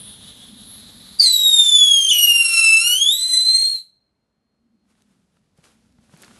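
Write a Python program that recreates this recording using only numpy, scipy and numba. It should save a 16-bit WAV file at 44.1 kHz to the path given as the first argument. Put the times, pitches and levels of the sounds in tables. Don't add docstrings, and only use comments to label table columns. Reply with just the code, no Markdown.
import sys
import numpy as np
from scipy import signal
from scipy.fft import rfft, irfft
from scipy.io import wavfile
from scipy.ndimage import uniform_filter1d, minimum_filter1d
from numba import njit

SR = 44100
rng = np.random.default_rng(int(sys.argv[2]) if len(sys.argv) > 2 else 0)


def voltage_ratio(level):
    return 10 ** (np.asarray(level, float) / 20)


def store_pcm(level_fs):
    pcm = np.round(np.clip(level_fs, -1, 1) * 32767).astype(np.int16)
    wavfile.write(sys.argv[1], SR, np.atleast_2d(pcm).T)


N = 281799
TIME = np.arange(N) / SR
CATCH_S = 0.0022


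def level(x, db):
    return x * voltage_ratio(db) / np.sqrt(np.mean(x ** 2))


def columns(table):
    s, *rest = np.transpose(table)
    return [np.interp(TIME, s, c) for c in rest]


def span(table, fade_s=.004):
    into = TIME - table[0][0] + fade_s
    left = table[-1][0] + fade_s - TIME
    return np.clip(np.minimum(into, left) / fade_s, 0, 1)


def walk(rate):
    k = int(SR / rate)
    held = np.repeat(rng.standard_normal(N // k + 1), k)
    return 1.3 * uniform_filter1d(uniform_filter1d(held, k), k)[:N]


def colour(x, points):
    hz, db = np.transpose(points)
    bins = np.arange(N // 2 + 1) * SR / N + 1
    gain = voltage_ratio(np.interp(np.log(bins), np.log(hz), db))
    return level(irfft(rfft(x) * gain, N), 0)


def crackle(per_s, spread_db):
    size = voltage_ratio(spread_db * np.minimum(rng.exponential(size=N), 5.5))
    grains = (rng.random(N) < per_s / SR) * size * rng.standard_normal(N)
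    return level(rng.standard_normal(N) + uniform_filter1d(grains, size=3), 0)


@njit
def svf(x, hz, width):
    y, b, l = np.empty(len(x)), 0., 0.
    for i in range(len(x)):
        g, k = np.tan(np.pi * hz[i] / SR), width / hz[i]
        v = (b + g * (x[i] - l)) / (1 + g * (g + k))
        b, l, y[i] = 2 * v - b, l + 2 * g * v, k * v
    return y


def band(x, hz, width):
    return svf(svf(x, hz, width), hz, width)


def ring(s, db, hz, cycles):
    turns = np.clip(TIME - s, 0, None) * hz
    return voltage_ratio(db) * np.sin(2 * np.pi * turns) * np.minimum(2 * turns, 1) * np.exp(-turns / cycles)


def after(s, decay_s):
    return np.clip(1 + (TIME - s) / CATCH_S, 0, 1) * np.exp(-np.abs(TIME - s) / decay_s)


def uneven():
    # start t/s, end t/s, level/dB at start, level/dB at end, steadiness (0-1)
    spells = [(1.213, 1.27, 1, -3, .3), (2.15, 2.5, -18, -13, .35), (2.52, 2.95, -8, -7, .75),
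              (3.18, 3.63, -14, -10, .35)]
    rest_db, edge_db_per_s = -30, 600
    db, steady = np.full(N, 1. * rest_db), np.zeros(N)
    for s, end, first_db, last_db, share in spells:
        steady[TIME > s - .03] = share
        outside = np.maximum(np.maximum(s - TIME, TIME - end), 0)
        spell_db = np.interp(TIME, [s, end], [first_db, last_db])
        db = np.maximum(db, spell_db - edge_db_per_s * outside)
    return db, steady


def whistle():
    # t/s, f/Hz, level/dB of the fundamental
    glide = [(1.191, 4700, -30.5), (1.198, 4786, 21.5), (1.209, 4730, 27), (1.215, 4413, 10.5),
             (1.245, 4323, 15.5), (1.26, 4125, 14.5), (1.3, 4018, 8.5), (1.37, 3863, 12.5),
             (1.45, 3804, 11.5), (1.65, 3579, 12.5), (1.85, 3378, 13.5), (2.085, 3131, 7),
             (2.102, 3570, 8.5), (2.115, 3023, 14.5), (2.14, 2940, 8), (2.3, 2830, 11.5), (2.5, 2729, 7.5),
             (2.7, 2650, 11), (2.8, 2676, 7), (2.88, 2870, 7), (2.94, 2938, 9.5), (2.99, 3183, 5.5),
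             (3.09, 3491, 15.5), (3.14, 3836, 6.5), (3.19, 3992, 0), (3.25, 4059, 5), (3.42, 4037, 6.5),
             (3.5, 4100, 14), (3.58, 4221, 8.5), (3.66, 4210, 7.5), (3.72, 4285, 0), (3.755, 4190, 5),
             (3.79, 3985, -11)]
    # multiple of the pitch, level/dB
    overtones = [(2, -2), (3, -4.5), (4, -1.5)]
    # multiple of the pitch, level/dB
    half_lines = [(.5, -11), (1.5, 1.5), (2.5, -0.5), (3.5, 6)]
    # f/Hz, level/dB per Hz (relative)
    jet_spectrum = [(40, -39), (100, -19.5), (250, -10.5), (700, -14), (2000, -10.5), (3500, -2.5),
                    (5500, -6), (9000, 2), (12500, 1.5)]
    # t/s, low pop's level/dB before build-up and decay, f/Hz, jet burst level/dB
    sputters = [(1.204, -12.5, 220, 0.5), (2.106, -3, 250, -3.5)]
    catch_at_s, die_from_s, die_db_per_s2 = 1.2, 3.601, 499
    over_start_db, over_sag_db_per_s, over_die = 3, 1.1, 1.3
    jet_start_db, jet_sag_db_per_s, jet_die = -5.5, 1.5, 0.72
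    roar_db, roar_sag_db_per_s, roar_width_hz = -11.5, 9, 2200.
    skirt_db, skirt_ratio, skirt_width_hz = -21, 0.87, 540
    top_limit_hz, top_limit_db_per_hz = 11900, 2.1
    steady_pct, shaken_pct, shaken_s = .48, 1.8, 0.078
    burst_s = .012

    hz, db = columns(glide)
    lit = TIME - catch_at_s
    caught = 1 / (1 + np.exp(-np.clip(lit / CATCH_S, -30, 30)))
    die_db = die_db_per_s2 * np.maximum(TIME - die_from_s, 0) ** 2
    unsteady = steady_pct + shaken_pct * sum(after(row[0], shaken_s) for row in sputters)
    phase = 2 * np.pi * np.cumsum(hz * (1 + unsteady / 100 * walk(260))) / SR
    throb = voltage_ratio(2.2 * walk(60) + 1.3 * walk(170))

    tone = voltage_ratio(db) * np.sin(phase)
    over_db = over_start_db - over_sag_db_per_s * lit - over_die * die_db
    for k, part_db in overtones:
        loss_db = top_limit_db_per_hz * np.maximum(k * hz - top_limit_hz, 0)
        gain = caught * voltage_ratio(over_db + part_db - loss_db + 2.2 * walk(60))
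        tone = tone + (k * hz < .45 * SR) * gain * np.sin(k * phase)

    half_db, steady = uneven()
    slip = caught * (steady + (1 - steady) * walk(450)) * voltage_ratio(2.9 * walk(12))
    halves = slip * sum(voltage_ratio(part_db) * np.sin(k * phase) for k, part_db in half_lines)
    halves = halves * voltage_ratio(half_db - 2 * die_db)

    burst = caught * voltage_ratio(jet_start_db - jet_sag_db_per_s * lit - jet_die * die_db)
    burst = burst + sum(voltage_ratio(burst_db) * after(s, burst_s) for s, _, _, burst_db in sputters)
    jet = colour(crackle(2000, 3.), jet_spectrum) * burst * voltage_ratio(1.8 * walk(14) + 1.8 * walk(120))

    roar = level(band(rng.standard_normal(N), 1.5 * hz, roar_width_hz), roar_db)
    roar = caught * roar * voltage_ratio(2.5 * walk(25) - roar_sag_db_per_s * lit - die_db)

    skirt = level(band(rng.standard_normal(N), skirt_ratio * hz, skirt_width_hz), skirt_db)
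    skirt = caught * skirt * voltage_ratio(2.4 * walk(30) - die_db) * unsteady / steady_pct

    pops = sum(ring(s, pop_db, pop_hz, .6) for s, pop_db, pop_hz, _ in sputters)
    return span(glide) * (np.sqrt(2) * throb * (tone + halves) + jet + roar + skirt) + pops


def fuse():
    end_s, base_db, flare_db, flare_s = 1.3, -49.5, 11, .015
    tube_hz, tube_end_hz, tube_rise_from_s, tube_rise_s = 3580, 3920, 0.38, 0.58
    upper_hz, upper_end_hz, upper_rise_s = 9900, 10795, 0.83
    upper_db, upper_end_db = 0.5, -9.5

    burnt = np.minimum(TIME / end_s, 1)
    low_hz = tube_hz + (tube_end_hz - tube_hz) * np.clip((TIME - tube_rise_from_s) / tube_rise_s, 0, 1)
    high_hz = upper_hz + (upper_end_hz - upper_hz) * np.minimum(TIME / upper_rise_s, 1)
    db = base_db + flare_db * np.exp(-np.abs(end_s - TIME) / flare_s) + 0.72 * walk(23.9)
    gas = crackle(3000, 3.) * voltage_ratio(1.5 * walk(40))
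    low = level(band(gas, low_hz, 1200.), 0)
    high = level(band(gas, high_hz, 2100.), 0)
    high_db = upper_db + (upper_end_db - upper_db) * burnt + 3.5 * walk(12)
    return (TIME < end_s) * voltage_ratio(db) * (low + voltage_ratio(high_db) * high + voltage_ratio(-0.5) * gas)


def yard(x):
    near_t60_s, near_db, far_t60_s, far_db = .24, -6, .55, -35
    t = TIME[:2 * SR]
    near = rng.standard_normal(len(t)) * (t > .006) * voltage_ratio(-60 * t / near_t60_s)
    dull = uniform_filter1d(rng.standard_normal(len(t)), size=4)
    far = dull * (t > .08) * voltage_ratio(-60 * t / far_t60_s)
    echo = voltage_ratio(near_db) * near / np.linalg.norm(near) + voltage_ratio(far_db) * far / np.linalg.norm(far)
    return voltage_ratio(1.39) * (x + signal.fftconvolve(x, echo)[:N])


def steps():
    # t/s, level/dB before build-up and decay
    thuds = [(4.8834, -45), (4.953, -44), (5.0212, -41), (5.5853, -29), (5.9851, -35), (6.1373, -27.5),
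             (6.2809, -40)]
    # t/s of the start, peak level/dB, f/Hz
    ticks = [(4.8531, -46, 775), (4.8836, -44, 645), (4.9527, -38, 1313), (5.0212, -25, 5254),
             (5.3683, -39, 800), (5.576, -35, 5404), (5.5853, -37, 449), (5.6402, -30, 2000),
             (5.9243, -47, 3962), (5.9844, -44, 794), (6.0948, -43, 753), (6.1372, -35.5, 645),
             (6.1646, -39, 1900), (6.1741, -33, 10465), (6.2197, -21.5, 10745), (6.2246, -23.5, 6524),
             (6.2338, -27, 1507), (6.24, -31, 1300), (6.246, -27.5, 2583), (6.2796, -33, 1378),
             (6.31, -34, 732)]
    # t/s of the peak, level/dB, rise/dB per s, fade/dB per s
    scuffs = [(4.9, -48.5, 300, 200), (5.02, -49.5, 150, 40), (5.37, -63, 300, 150),
              (5.58, -51.5, 600, 150), (5.642, -42, 1500, 97), (5.88, -70, 200, 100), (6.04, -56, 302, 201),
              (6.14, -50, 401, 300), (6.222, -44, 200, 70), (6.39, -50.5, 196, 98)]
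    # f/Hz, level/dB per Hz (relative)
    grit = [(180, -32), (300, 0.5), (1030, -5.5), (1380, -3), (1810, -7), (10900, -11), (11900, -18),
            (12500, -43), (16200, -72.5), (22000, -120)]
    drag = 0
    for s, db, rise_db, fade_db in scuffs:
        drag = drag + voltage_ratio(db - np.maximum(rise_db * (s - TIME), fade_db * (TIME - s)))
    out = drag * voltage_ratio(1.56 * walk(30)) * colour(crackle(2500, 3.57), grit)
    out = out + sum(ring(s, db, 160.4, 1.55) for s, db in thuds)
    t = TIME[:2048]
    for s, db, hz in ticks:
        centre = np.full(len(t), 1. * hz)
        spit = rng.standard_normal(len(t)) * np.exp(-t / (0.00065 + 2.0 / hz))
        puff = band(spit, centre, 1.7 * hz)
        start = int(s * SR)
        out[start:start + len(t)] += voltage_ratio(db) * puff / np.abs(puff).max()
    return out


def town():
    # f/Hz, level/dB per Hz (relative)
    distance = [(15, -44), (30, -17), (55, -2), (100, -4), (150, -3.5), (310, -18), (550, -20),
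                (1500, -33.5), (4000, -29), (12000, -39.5), (22000, -54)]
    # start t/s, end t/s, gain/dB
    swells = [(0.293, 1.2, 3), (4.7, 5.146, 9)]
    drone_hz, drone_width_hz, drone_db, rumble_db, swell_edge_s = 220., 67, -53, -54, .2
    hz = drone_hz * (1 + .06 * walk(2.9))
    drone = level(band(rng.standard_normal(N), hz, drone_width_hz), 0)
    rumble = colour(rng.standard_normal(N), distance) * voltage_ratio(rumble_db + 1.3 * walk(6))
    swell_db = 0
    for s, end, db in swells:
        swell_db = swell_db + db * np.clip(1 + np.minimum(TIME - s, end - TIME) / swell_edge_s, 0, 1)
    return rumble + drone * voltage_ratio(drone_db + swell_db + 1.9 * walk(10))


def processing_tone():
    # t/s, f/Hz, level/dB
    course = [(4.0, 4170, -63), (4.3, 4208, -60), (4.55, 4240, -60), (4.87, 4230, -69)]
    hz, db = columns(course)
    sine = np.sin(2 * np.pi * np.cumsum(hz) / SR)
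    return span(course, 0.018) * np.sqrt(2) * voltage_ratio(db + 2.2 * walk(33)) * sine


def scene():
    return (yard(fuse() + whistle()) + steps() + town() + processing_tone())[None]


@njit
def duck(x, start, most, hold, fall):
    y, peak, wait = np.empty(len(x)), start, 0.
    for i in range(len(x)):
        if abs(x[i]) >= peak:
            peak, wait = min(abs(x[i]), most), hold
        elif wait > 0:
            wait -= 1
        else:
            peak = max(peak * fall, start)
        y[i] = x[i] * start / peak
    return y


def limit(x, size=200):
    ceiling = .8
    gain = minimum_filter1d(np.minimum(1, ceiling / (np.abs(x) + 1e-9)), size=2 * size)
    return x * uniform_filter1d(uniform_filter1d(gain, size=size), size=size)


def roll_off(x):
    return signal.sosfilt(signal.butter(12, 12890, fs=SR, output="sos"), x)


def record(dry):
    # f/Hz, level/dB per Hz (relative)
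    self_noise = [(30, -6.5), (60, -3), (250, -3.5), (700, -12), (1500, -18), (4000, -29), (12000, -37)]
    duck_from_db, duck_most_db, hold_s, recover_db_per_s = -20, 27, .62, 10.5
    start = voltage_ratio(duck_from_db)
    x = duck(dry[0], start, start * voltage_ratio(duck_most_db), hold_s * SR, voltage_ratio(-recover_db_per_s / SR))
    x = limit(x)
    x = x + voltage_ratio(-75) * colour(rng.standard_normal(N), self_noise)
    x = signal.sosfilt(signal.butter(2, 40, "high", fs=SR, output="sos"), x)
    x = signal.sosfilt(signal.ellip(10, .5, 80, 11950, fs=SR, output="sos"), x)
    return roll_off(x[None])


dry = scene()
out = record(dry)
store_pcm(out)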